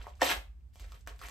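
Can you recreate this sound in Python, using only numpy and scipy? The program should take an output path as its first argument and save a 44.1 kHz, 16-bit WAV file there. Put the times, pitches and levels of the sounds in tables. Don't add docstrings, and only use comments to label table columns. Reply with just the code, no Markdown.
import sys
import numpy as np
from scipy import signal
from scipy.fft import rfft, irfft, next_fast_len
from scipy.io import wavfile
from scipy.ndimage import uniform_filter1d

SR = 44100
rng = np.random.default_rng(int(sys.argv[2]) if len(sys.argv) > 2 else 0)


def master(y):
    cut = np.clip(np.atleast_2d(y).T, -1, 1)
    pcm = np.round(cut * 32767)
    wavfile.write(sys.argv[1], SR, pcm.astype(np.int16))


def invert_db(x):
    u = np.asarray(x, float) / 20
    return 10 ** u


N = 57330
T = np.arange(N) / SR
SIZE = next_fast_len(N + SR // 4)
HZ = np.maximum(np.arange(SIZE // 2 + 1) * SR / SIZE, 1)


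def along(table, hz=HZ):
    table_hz, value = np.array(table).T
    return np.interp(np.log(hz), np.log(table_hz), value)


def shaped(x, gain):
    return irfft(rfft(x, SIZE) * gain, SIZE)[..., :N]


def unit(x):
    return x / np.sqrt(np.mean(x ** 2))


def walk(rate_per_s):
    hold = int(SR / rate_per_s)
    steps = np.repeat(rng.standard_normal(N // hold + 1), hold)
    return unit(uniform_filter1d(steps, hold)[:N])


def diffuse():
    # pitch_hz, likeness (0-1)
    likeness = [(50, .96), (250, .4), (1500, .05), (6000, .05), (7500, .998), (15000, .998)]
    like = np.clip(along(likeness), 0, .999)
    mid, side = rng.standard_normal((2, N))
    mid = shaped(mid, np.sqrt((1 + like) / 2))
    side = shaped(side, np.sqrt((1 - like) / 2))
    return np.array([mid + side, mid - side])


def hum(pitch_hz):
    pitch = pitch_hz * (1 + .04 * walk(19))
    return np.sqrt(2) * np.sin(2 * np.pi * np.cumsum(pitch) / SR)


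def rumble():
    # start_s, level_db
    swell = [(0.0, -39), (0.132, -74), (0.278, -66.5), (0.31, -58), (0.376, -41), (0.44, -55.5),
             (0.506, -46), (0.672, -61), (0.744, -78.5), (0.822, -44), (0.97, -53), (1.028, -73.5),
             (1.086, -48), (1.23, -55), (1.262, -47), (1.3, -59.5)]
    # pitch_hz, level_db (per Hz)
    air_colour = [(20, -46), (35, -20.5), (60, -5.5), (90, -18.5), (120, -26), (250, -39), (450, -49.5),
                  (15500, -69)]
    lower = invert_db(np.interp(T, *np.array(swell).T)) * hum(51.3)
    upper = invert_db(-63 + 5.1 * walk(5.5)) * hum(66.6)
    air = invert_db(-53.5) * unit(shaped(diffuse(), invert_db(along(air_colour))))
    return lower + upper + air


def fade(t60_s):
    rate = np.log(1000) / t60_s
    return np.exp(-rate * T) * np.sqrt(2 * rate / SR)


def room(x):
    gap_s, early_db, late_db = .003, -4, -3.5
    tail = diffuse() * (T > gap_s)
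    low = shaped(tail, 1 / (1 + (HZ / 2500) ** 2))
    late = low * fade(0.28) + (tail - low) * fade(0.24)
    early = tail * fade(0.03)
    return shaped(x, rfft(invert_db(late_db) * late + invert_db(early_db) * early, SIZE))


def ring(pitch_hz, t60_s):
    push_turns = 0.42
    t = T[:SR // 10]
    decay = np.exp(-np.log(1000) * t / max(t60_s, 1e-3))
    push = 1 - np.exp(-t * pitch_hz / push_turns)
    return np.sin(2 * np.pi * pitch_hz * t) * decay * push


def pocket(x):
    # pitch_hz, level_db, t60_s (time to fall 60 dB)
    modes = [(280, -19.5, 0.12), (575.6, 3, .06), (720, -12.5, 0.15), (853, -1.5, .06), (1082, 4, 0.042),
             (1240, -2.5, 0.14), (1800, -4.5, 0.025), (2334, 8, 0.098), (2804, -4.5, 0.073),
             (3354, 8.5, 0.027)]
    body = sum(invert_db(db) * ring(hz, t60_s) for hz, db, t60_s in modes)
    return shaped(x, rfft(body / np.sqrt(np.sum(body ** 2)), SIZE))


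def pops(events):
    tick_s, tick_top_hz = .0002, 8300
    pocket_db, pocket_lag_s = -11, .004
    out = np.zeros(N + SR)
    grit = rng.standard_normal((len(events), 200)) * np.exp(-T[:200] / tick_s)
    grit[:, 0] = 3
    grit = signal.lfilter(*signal.butter(1, tick_top_hz, fs=SR), grit)
    for (start_s, db, hz, t60_s, tick_db), tick in zip(events, grit):
        i = int(start_s * SR)
        out[i:i + SR // 10] += invert_db(db) * ring(hz, t60_s)
        out[i:i + len(tick)] += invert_db(db + tick_db) * tick / np.sqrt(np.sum(tick ** 2)) * 2
    out = out[:N]
    return out + invert_db(pocket_db) * pocket(np.roll(out, int(pocket_lag_s * SR)))


def crease_snaps():
    # start_s, level_db, pitch_hz, t60_s (ring), tick_db (against the ring)
    creases = [(.608, -68.5, 2630, 0.0081, -31), (.757, -44.5, 700, 0.0067, -21),
               (0.7575, -52.5, 3210, .006, 8.5), (0.798, -50, 3780, 0.0028, 11.5),
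               (0.844, -41, 650, 0.0068, -6.5), (.921, -39, 1310, 0.0072, 0.5),
               (1.0652, -56.5, 1800, .006, 8.5), (1.0741, -26, 1697, 0.0043, -2),
               (1.077, -42.5, 280, 0.017, -31), (1.1624, -57, 4800, .003, 7),
               (1.1922, -48.5, 1480, 0.0083, 7), (1.1963, -53, 4830, 0.015, 4),
               (1.2153, -32.5, 1291, 0.011, -6.5), (1.237, -41.5, 1740, 0.0093, -4.5),
               (1.244, -40.5, 1840, .008, -2), (1.2506, -34.5, 2110, 0.0035, -18.5),
               (1.269, -39, 6700, .004, -7.5), (1.2859, -40.5, 1880, 0.0048, 10),
               (1.293, -46.5, 2200, .006, -1), (1.296, -42.5, 6890, 0.0054, 3.5)]
    return pops(creases)


def blade_knocks():
    # start_s, level_db, pitch_hz, t60_s (ring), tick_db (against the ring)
    knocks = [(0.015, -43, 1500, 0.0088, -4), (.043, -36.5, 1010, 0.0058, -16.5),
              (0.06, -49.5, 1940, 0.024, -29), (0.0682, -23.5, 896, 0.0057, -34.5),
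              (.073, -37, 598.5, 0.012, -29.5), (0.195, -49.5, 1200, 0.016, -5.5),
              (.2172, -25, 5550, 0.012, 5), (0.2176, -16.5, 1830, 0.023, -5.5),
              (.2194, -6.5, 800, 0.01, -29), (.2225, -21, 529, 0.045, -31), (.221, -28, 274.8, 0.071, -30),
              (.366, -37.5, 805, 0.026, -26)]
    return pops(knocks)


def fibres(size_hz):
    breaks_per_s, scatter_db = 2500, 2.5
    broken = rng.random(N) < breaks_per_s / SR
    clicks = broken * rng.standard_normal(N) * invert_db(scatter_db * rng.exponential(size=N))
    chatter = invert_db(2.5 * walk(120))
    band = np.cos(np.pi / 2 * np.clip(np.log2(HZ / size_hz), -1, 1))
    return shaped(clicks * chatter, band)


def tearing():
    # start_s, effort_db, brightness_db
    stroke = [
        (.197, -67.5, -13),
        (.2085, -50.5, 1),
        (.211, -45.5, -9),
        (.222, -33, -3),
        (.262, -34, 3),
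        (.292, -31, 3),
        (.319, -27.5, 0.5),
        (.345, -48.5, -8),
        (.385, -60, -11),
    ]
    # start_s, effort_db, brightness_db
    fingers = [
        [(0, -66.5, -15.5), (.05, -63.5, -4), (.09, -64.5, -5.5), (.13, -80, -11.5), (.19, -67.5, 10)],
        [(.725, -84, 26), (.738, -64.5, 26), (.792, -66.5, 3.5), (.808, -55, -2.5), (.84, -71, -7.5),
         (.91, -65.5, 6), (.95, -64.5, -5), (1.0, -69.5, 10.5), (1.05, -87.5, -6.5)],
        [(1.070, -71.5, -11), (1.079, -54.5, -4.5), (1.15, -76, -12.5), (1.188, -70, 7), (1.21, -55.5, -2.5),
         (1.25, -48.5, 0.5), (1.275, -55, 4.5), (1.3, -50, 2)],
    ]
    # pitch_hz, level_db (per Hz)
    fibre_colour = [(110, -14), (200, -22.5), (280, -8), (560, -7), (3000, -7), (5000, -13.5), (13500, -19),
                    (15500, -39)]
    sizes = [200, 400, 800, 1600, 3200, 6400, 12800]
    bright_hz, pocket_db = 2550, -20
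    clicks = sum(fibres(hz) for hz in sizes) * invert_db(1.5 * walk(150))
    paper = unit(shaped(clicks, invert_db(along(fibre_colour)))) + invert_db(pocket_db) * unit(pocket(clicks))
    high = shaped(paper, 1 / (1 + (bright_hz / HZ) ** 2))
    low = paper - high
    out = 0
    for touch in [stroke, *fingers]:
        start_s, effort_db, bright_db = np.array(touch).T
        effort = invert_db(np.interp(T, start_s, effort_db, left=-140, right=-140))
        out = out + effort * (high + low * invert_db(-np.interp(T, start_s, bright_db)))
    return out


def scene():
    thin = signal.butter(3, 242, "high", fs=SR, output="sos")
    snap = signal.sosfilt(thin, crease_snaps() + blade_knocks())
    tear = tearing()
    return tear + snap + room(tear + invert_db(-2.5) * snap) + rumble()


def band_limit(x):
    return signal.sosfilt(signal.butter(12, 15810, fs=SR, output="sos"), x)


def record(dry):
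    # pitch_hz, lead (radians)
    lead = [(20, 0), (860, -.6), (1400, .9), (2800, -.8), (4300, .6), (6700, -1.3), (7800, 0), (8300, 0),
            (10100, 3.14), (10900, 3.14), (12700, 6.28), (13300, 6.28), (14800, 9.42), (16000, 10.5)]
    # pitch_hz, level_db
    left_level = [(50, -1.7), (500, -1.2), (1500, 0), (15000, 0)]
    half_lead = np.interp(HZ, *np.array(lead).T) * 1j / 2
    half_level = along(left_level) * np.log(10) / 40
    turn = half_lead + half_level
    return band_limit(shaped(dry, np.exp(np.array([turn, -turn]))))


dry = scene()
out = record(dry)
master(out)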